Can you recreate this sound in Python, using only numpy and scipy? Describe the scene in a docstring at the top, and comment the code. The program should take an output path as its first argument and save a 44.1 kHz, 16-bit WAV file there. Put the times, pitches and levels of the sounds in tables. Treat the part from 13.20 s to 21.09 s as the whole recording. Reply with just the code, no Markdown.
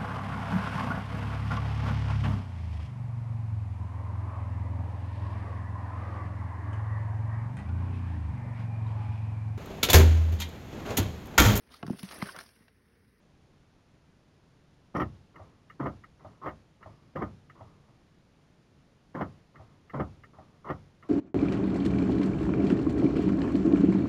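"""Inside a parked car the central locking is worked seven times over a faint rumble and hiss.
Each time a relay clicks close by and small motors rattle their gears: noisy, filtered tooth clicks.
Most strokes start with a kick, all end in a slam: filtered noise plus the door's ringing sine tones.
The first stroke also scrapes; about .4 s after each, the gears run back and settle, and springs shiver.
A fluttering chirp comes after the third working, a faint tap in the long pause after the fourth."""
import sys
import numpy as np
from scipy import signal
from scipy.fft import rfft, irfft, next_fast_len
from scipy.io import wavfile
from scipy.ndimage import uniform_filter1d

SR = 44100
rng = np.random.default_rng(int(sys.argv[2]) if len(sys.argv) > 2 else 0)


def waveform_to_disk(signal):
    """Save audio, clipped to [-1, 1], as 16-bit WAV at the path in sys.argv[1]."""
    frames = np.transpose(np.atleast_2d(signal))
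    scaled = np.clip(frames, -1, 1) * 32767
    samples = np.round(scaled).astype(np.int16)
    wavfile.write(sys.argv[1], SR, samples)


N = 347949  # length in samples
T = np.arange(SR // 2) / SR  # clock in seconds for one short sound; each is cut off after half a second

# Strokes that start with a kick; at first two doors work slightly out of step. Each row: start in seconds,
# travel in seconds, kick boom in dB, stop level in dB, stop boom in dB, metal clack in dB,
# gear level in dB, settling level in dB.
KICKED_STROKES = [(1.748, .049, 3.5, -28.5, 2.5, 2, -45, -50), (1.761, .052, -6, -28, 8, -0.5, -39, -53),
                  (2.600, 0.058, 0, -25.5, 0.5, -8, -43, -48),
                  (3.958, 0.061, 0.5, -26, 1.5, -7.5, -42, -48.5),
                  (5.949, .060, -7.5, -24.5, -1.5, -8, -41.5, -50.5),
                  (6.739, 0.058, 0, -24, 1, -9, -41, -49.5)]
# Strokes that glide in on swelling gears and end in a double latch. 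Each row: start in seconds, travel in
# seconds, first latch level in dB, stop level in dB, boom in dB, metal clack in dB, settling level in dB.
GLIDING_STROKES = [(3.213, .060, -29.5, -32, -4, -6.5, -48.5), (7.443, .056, -44, -27, -0.5, -3.5, -48)]
# One faint tap in the long pause. It holds: time in seconds, level in dB, panel boom in dB, metal clack in dB.
FAINT_TAP = (4.680, -59.5, 7, -11)
# A blow and its rebounds. Each row: delay in seconds, relative level in dB.
REBOUNDS = [(0, 0.5), (.0052, -6), (.0135, -8.5)]
# Ringing tones of door and cabin. Each row: pitch in Hz, relative level in dB, time to fall 60 dB in seconds.
DOOR_MODES = [(69.8, -5, 0.39), (93, -6.5, 0.6), (105.8, -8, 0.41), (132.2, -6.5, 0.37), (155.6, -9, 0.12),
              (192.7, -8, 0.25), (214.4, -7, 0.35), (285.6, 2, 0.15), (315.2, 1, 0.15), (369.3, 2, 0.11),
              (528, -2.5, 0.11), (547, -17, 0.11), (598, -11, 0.069), (759, -1.5, 0.1), (860, -13, 0.21),
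              (1011, -7, 0.079), (1040, -11.5, 0.16), (1230, 1, 0.12), (1342, -11, 0.18), (1743, -8, 0.08),
              (2150, -16.5, 0.13)]
# Cabin echo. Each row: frequency in Hz, time to fall 60 dB in seconds.
CABIN_DECAY = [(80, 0.8), (200, 0.29), (400, 0.21), (1200, 0.18), (2000, 0.13), (6000, 0.2)]

# Tone colours of the sounds. Each row: frequency in Hz, relative level in dB per Hz.
KICK_COLOUR = [(40, -57), (100, -30), (170, 2), (300, 2.5), (420, -12), (540, 0.5), (720, -9.5), (1250, -9),
               (1600, -19), (2000, -31), (2500, -53), (3100, -46), (4000, -73), (7500, -65)]
STOP_COLOUR = [(35, -29.5), (70, -16.5), (140, -2), (300, -7), (450, -9), (600, -4.5), (850, -10.5),
               (1280, -9.5), (1600, -16.5), (2000, -42), (2500, -47), (3100, -46), (4000, -71), (7500, -85)]
SETTLE_COLOUR = [(40, -23.5), (100, 7), (250, -12), (450, -12), (600, 1), (850, -1.5), (1300, -7.5),
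                 (1600, -29), (1950, -18), (2500, -40), (7500, -63)]
CLACK_COLOUR = [(200, -17.5), (900, -5), (1280, 11), (1600, -15), (1850, 6.5), (2150, -5.5), (2500, -16),
                (3150, -13), (3800, -31.5), (5000, -30), (5650, -31.5), (6500, -42), (7800, -41)]
GEAR_COLOUR = [(60, -35), (200, -27.5), (350, -2), (480, -13.5), (600, -3.5), (800, -11.5), (1080, 3.5),
               (1400, -6), (1650, -24), (2000, -12), (2500, -36), (3100, -33), (4000, -47.5), (7500, -65)]
RUMBLE_COLOUR = [(40, -23.5), (80, -17.5), (135, 8), (200, -6), (300, -2), (550, -12.5), (900, -12.5),
                 (2000, -58.5)]
SPRING_COLOUR = [(60, -23), (110, 7.5), (300, -0.5), (800, -11.5), (1180, -3), (1550, -21.5), (2000, -17.5),
                 (3000, -46), (7500, -42)]
SCRAPE_COLOUR = [(2500, -32), (4000, -16), (5000, -9), (5650, 1), (6400, -15), (7800, -24)]
TICK_COLOUR = [(100, -21), (500, -9.5), (950, -20), (1280, 5), (1580, -12.5), (1850, 4.5), (2150, -6),
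               (2500, -27.5), (2850, -12.5), (3600, -49), (7500, -42)]
FLOOR_COLOUR = [(15, -14.5), (44, -7), (87, -5), (120, -5.5), (148, -1), (180, -6), (240, -10), (400, -15),
                (800, -21), (1500, -25.5), (3000, -30), (5500, -34.5), (6800, -38), (7800, -37.5)]

# Thin metallic scrapes of the linkage. Each row: time in seconds, level in dB.
LINKAGE_SCRAPES = [(1.764, -53.5), (1.797, -57.5)]
# Moments when the relay closes. Each entry: time in seconds.
RELAY_CLOSINGS = [1.818, 2.4977, 3.2874, 3.9572, 6.0163, 6.696, 7.486]
# Strength of the mirrored treble. Each row: frequency in Hz, gain in dB.
MIRROR_GAIN = [(7500, 4.5), (9300, -6), (10500, -10.5), (12000, -18.5), (13200, -26), (14100, -33.5),
               (14800, -44), (15600, -61)]

# The kick always has the same level and is less metallic than the stop.
KICK_DB, KICK_CLACK_DB = -27, -5
# The motor starts just before the kick and runs almost evenly.
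MOTOR_LEAD_S, KICKED_SWELL_DB, KICKED_RUMBLE_DB = .0068, 2.5, 6
GLIDE_DB, GLIDE_SWELL_DB, GLIDE_RUMBLE_DB = -40.5, 6.5, -2.5
LATCH_LEAD_S = .013  # the first latch comes this long before the stop
# A fixed time after each start the gears run back softly and the mechanism settles.
RETURN_AFTER_S, RETURN_S = .393, .0525
RETURN_DB, RETURN_SWELL_DB, RETURN_RUMBLE_DB = -61, -4.5, 2
SETTLE_BOOM_DB, SETTLE_CLACK_DB = 5, -11
RELAY_HOLD_S = .339  # from closing to dropping out
CHIRP_S, CHIRP_LENGTH_S, CHIRP_HZ, CHIRP_DB = 3.66, 0.36, 4960, -78
CAMERA_HZ = 16000  # sampling rate of the camera
TOP_HZ = 15650  # nothing is heard from here up


def amp(db):
    """Turn decibels into a gain."""
    return 10 ** (np.asarray(db) / 20)


def unit(x):
    """Scale x to an average strength (rms) of 1."""
    return x / np.sqrt(np.mean(x ** 2) + 1e-20)


def along(points, hz):
    """Read values between (Hz, value) points, with frequency on a log axis."""
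    f, v = np.transpose(points)
    return np.interp(np.log(hz + 1), np.log(f + 1), v)


def add(track, s, x):
    """Mix x into the track from time s, dropping what runs past the end."""
    part = track[round(s * SR):][:len(x)]
    part += x[:len(part)]


def filtered(x, gain):
    """Multiply each frequency of x by its own gain."""
    size = next_fast_len(len(x) + 8192)
    hz = np.fft.rfftfreq(size, 1 / SR)
    return irfft(rfft(x, size) * gain(hz), size)[:len(x)]


def coloured(x, spectrum):
    """Filter x without sounding ahead of it, keeping the power of white noise."""
    size = 4096
    level = along(spectrum, np.fft.rfftfreq(size, 1 / SR))
    # folding the cepstrum forward in time puts the filter's energy as early as possible
    cepstrum = irfft(np.log(amp(level)))
    forward = 2 * cepstrum[:size // 2] * (np.arange(size // 2) > 0)
    response = irfft(np.exp(rfft(forward, size)))
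    return signal.fftconvolve(x, response / np.linalg.norm(response))[:len(x)]


def burst(t60, attack):
    """The brief chatter of a hard contact: noise with a rise and a fall, both in seconds."""
    return rng.standard_normal(len(T)) * amp(-60 * T / t60) * (1 - np.exp(-T / attack))


def reflections():
    """Dense cabin echoes: noise that starts near rms 1 and fades, the bass lasting longest."""
    hz, t, z = signal.stft(rng.standard_normal(len(T)), SR, nperseg=256)
    fade = amp(-60 * t / along(CABIN_DECAY, hz)[:, None])
    return signal.istft(z * fade, SR, nperseg=256)[1][:len(T)]


def strokes():
    """Each stroke is a gear run up to the stop, then a soft run back.
    Blows are (s, level dB, boom dB, clack dB); runs are (s, length s, level dB, swell dB, rumble dB)."""
    kicks, stops, settles, runs = [], [], [], []
    for s, travel, kick_boom_db, db, boom_db, clack_db, gears_db, _ in KICKED_STROKES:
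        kicks.append((s, KICK_DB, kick_boom_db, clack_db + KICK_CLACK_DB))
        runs.append((s - MOTOR_LEAD_S, travel + MOTOR_LEAD_S, gears_db, KICKED_SWELL_DB, KICKED_RUMBLE_DB))
        stops.append((s + travel, db, boom_db, clack_db))
    for s, travel, latch_db, db, boom_db, clack_db, _ in GLIDING_STROKES:
        runs.append((s, travel, GLIDE_DB, GLIDE_SWELL_DB, GLIDE_RUMBLE_DB))
        stops.append((s + travel - LATCH_LEAD_S, latch_db, boom_db, clack_db))
        stops.append((s + travel, db, boom_db, clack_db))
    for s, *_, settle_db in KICKED_STROKES + GLIDING_STROKES:
        back = s + RETURN_AFTER_S
        runs.append((back, RETURN_S, RETURN_DB, RETURN_SWELL_DB, RETURN_RUMBLE_DB))
        settles.append((back + RETURN_S, settle_db, SETTLE_BOOM_DB, SETTLE_CLACK_DB))
    return kicks, stops, settles + [FAINT_TAP], runs


def knocks(rows, spectrum, chatter_t60, chatter_db, snap_db, cabin_db, ring_db, boom_cycles):
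    """One part strikes one spot: snap, rebounds, loose chatter, cabin echoes and the door's ring."""
    out = np.zeros(N)
    hz, mode_db, t60 = np.transpose(DOOR_MODES)[:, :, None]

    def bass(f):
        """Share of each frequency that the big panels radiate."""
        return 1 / (1 + (f / 400) ** 2)

    def chatter():
        """Loose rattling, with cabin echoes that build up behind it."""
        echoes = reflections() * (1 - np.exp(-T / 0.0049))
        return amp(chatter_db) * burst(chatter_t60, attack=0.00067) + amp(cabin_db) * echoes

    snaps = np.zeros(len(T))
    for k, (lag, db) in enumerate(REBOUNDS):
        push = (-1) ** k  # each rebound pushes the panel the other way
        add(snaps, lag, push * amp(db + snap_db) * signal.unit_impulse(1))
    usual = chatter()
    # low tones take longer to build up; neighbouring tones swing in opposite directions
    swell = amp(-60 * T / t60) * (1 - np.exp(-T * hz / boom_cycles))
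    modes = swell * np.sin(2 * np.pi * hz * T) * (-1) ** np.arange(len(hz))[:, None]
    for s, db, boom_db, clack_db in rows:
        # the same parts meet each time, so the blows are partly alike
        force = snaps + .6 * usual + .7 * chatter()
        blow = coloured(force, [(f, level + boom_db * bass(f)) for f, level in spectrum])
        strike_db = mode_db + boom_db * bass(hz) + rng.normal(0, 0.85, hz.shape)
        ring = np.sum(modes * amp(strike_db), axis=0)
        clack = coloured(burst(t60=0.086, attack=0.0045), CLACK_COLOUR)
        add(out, s, amp(db) * (blow + amp(ring_db) * ring + amp(clack_db) * clack))
    return out


def gears(runs, tooth_hz, scatter, grit, cabin_db):
    """Gear teeth click at uneven gaps while each motor runs; the motor shakes the door."""
    out = np.zeros(N)
    for s, length, db, swell_db, rumble_db in runs:
        edges = np.clip(np.minimum(T, length - T) / 0.0031, 0, 1)
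        drive = amp(swell_db * (np.minimum(T / length, 1) - 1.0)) * edges
        wander = unit(uniform_filter1d(rng.standard_normal(len(T)), size=128))
        turns = np.cumsum(tooth_hz * np.exp(scatter * wander)) / SR
        # one click whenever the count of teeth goes up by one
        teeth = unit(np.diff(np.floor(turns), prepend=0) - tooth_hz / SR)
        rattle = drive * unit(teeth + grit * rng.standard_normal(len(T)))
        tail = reflections()
        echoes = signal.fftconvolve(rattle, tail / np.linalg.norm(tail))[:len(T)]
        rattle = rattle + amp(cabin_db) * echoes
        rumble = coloured(drive * rng.standard_normal(len(T)), RUMBLE_COLOUR)
        add(out, s, amp(db) * (coloured(rattle, GEAR_COLOUR) + amp(rumble_db) * rumble))
    return out


def relay(close_db, open_db, t60):
    """The relay's armature snaps in and out behind the dashboard, nearly alike each time."""
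    out, usual = np.zeros(N), burst(t60, attack=0.00073)
    for s in RELAY_CLOSINGS:
        for lag, db in (0, close_db), (RELAY_HOLD_S, open_db):
            snap = usual + burst(t60, attack=0.0016) + amp(-23) * reflections()
            add(out, s + lag, amp(db) * coloured(snap, TICK_COLOUR))
    return out


def springs(settles, level_db, t60):
    """The return springs shiver on after each settling and the faint tap: slowly rising, fading noise."""
    out = np.zeros(N)
    for s, db, _, _ in settles:
        add(out, s, amp(db + level_db) * coloured(burst(t60, attack=0.028), SPRING_COLOUR))
    return out


def linkage():
    """The dry linkage scrapes on the first stroke: short bursts of bright noise."""
    out = np.zeros(N)
    for s, db in LINKAGE_SCRAPES:
        add(out, s, amp(db) * coloured(burst(t60=0.1, attack=0.0027), SCRAPE_COLOUR))
    return out


def chirp(flutter_hz, waver):
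    """A faint, high tone, as of a bird outside, that flutters and wavers slightly in pitch."""
    out = np.zeros(N)
    wander = unit(uniform_filter1d(rng.standard_normal(len(T)), size=128))
    hz = CHIRP_HZ * (1 + waver * wander)
    edges = np.clip(np.minimum(T, CHIRP_LENGTH_S - T) / .04, 0, 1)
    shape = edges * np.abs(np.sin(np.pi * flutter_hz * T))
    add(out, CHIRP_S, amp(CHIRP_DB) * shape * np.sin(2 * np.pi * np.cumsum(hz) / SR))
    return out


def background(level_db):
    """Faint outdoor rumble through the closed doors, and microphone hiss: one steady filtered noise."""
    noise = rng.standard_normal(N)
    return amp(level_db) * unit(filtered(noise, lambda hz: amp(along(FLOOR_COLOUR, hz))))


def scene():
    """All the doors' locks and the relay, with the chirp and the background."""
    kick_rows, stop_rows, settle_rows, run_rows = strokes()
    kicks = knocks(kick_rows, KICK_COLOUR, chatter_t60=0.042, chatter_db=3.0, snap_db=11,
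                   cabin_db=-9, ring_db=-16, boom_cycles=0.96)
    stops = knocks(stop_rows, STOP_COLOUR, chatter_t60=0.087, chatter_db=-2.5, snap_db=9.5,
                   cabin_db=-8.0, ring_db=-9.0, boom_cycles=1.0)
    settles = knocks(settle_rows, SETTLE_COLOUR, chatter_t60=0.12, chatter_db=7, snap_db=13.5,
                     cabin_db=2, ring_db=-14.5, boom_cycles=0.47)
    runs = gears(run_rows, tooth_hz=529.0, scatter=0.222, grit=0.87, cabin_db=-3.5)
    ticks = relay(close_db=-43.0, open_db=-46.5, t60=0.069)
    shivers = springs(settle_rows, level_db=-4.5, t60=1.0)
    mechanism = kicks + stops + settles + runs + ticks + shivers + linkage()
    return (mechanism + chirp(flutter_hz=21, waver=.006) + background(level_db=-57.0))[None]


def suppressed(x, depth_db, threshold_db, release):
    """A gentle noise suppressor: quiet passages sink, loud ones pass; release is in seconds."""
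    keep = np.exp(-1 / (release * SR))
    power = signal.lfilter([1 - keep], [1, -keep], x ** 2)  # smoothed loudness
    return x * amp(-depth_db / (1 + power / amp(threshold_db) ** 2))


def record(dry):
    """The dashboard camera samples slowly: the sound is mirrored around half its rate."""
    sound = suppressed(dry[0], depth_db=6.0, threshold_db=-52.0, release=0.024)
    sound = filtered(sound, lambda hz: 1 / np.sqrt(1 + (hz / 7300) ** 40))  # steep treble cut
    mirror = 2 * sound * np.cos(2 * np.pi * CAMERA_HZ * np.arange(N) / SR)
    sound = sound + filtered(mirror, lambda hz: amp(along(MIRROR_GAIN, hz)))
    return filtered(sound, lambda hz: hz < TOP_HZ)[None]


dry = scene()
out = record(dry)
waveform_to_disk(out)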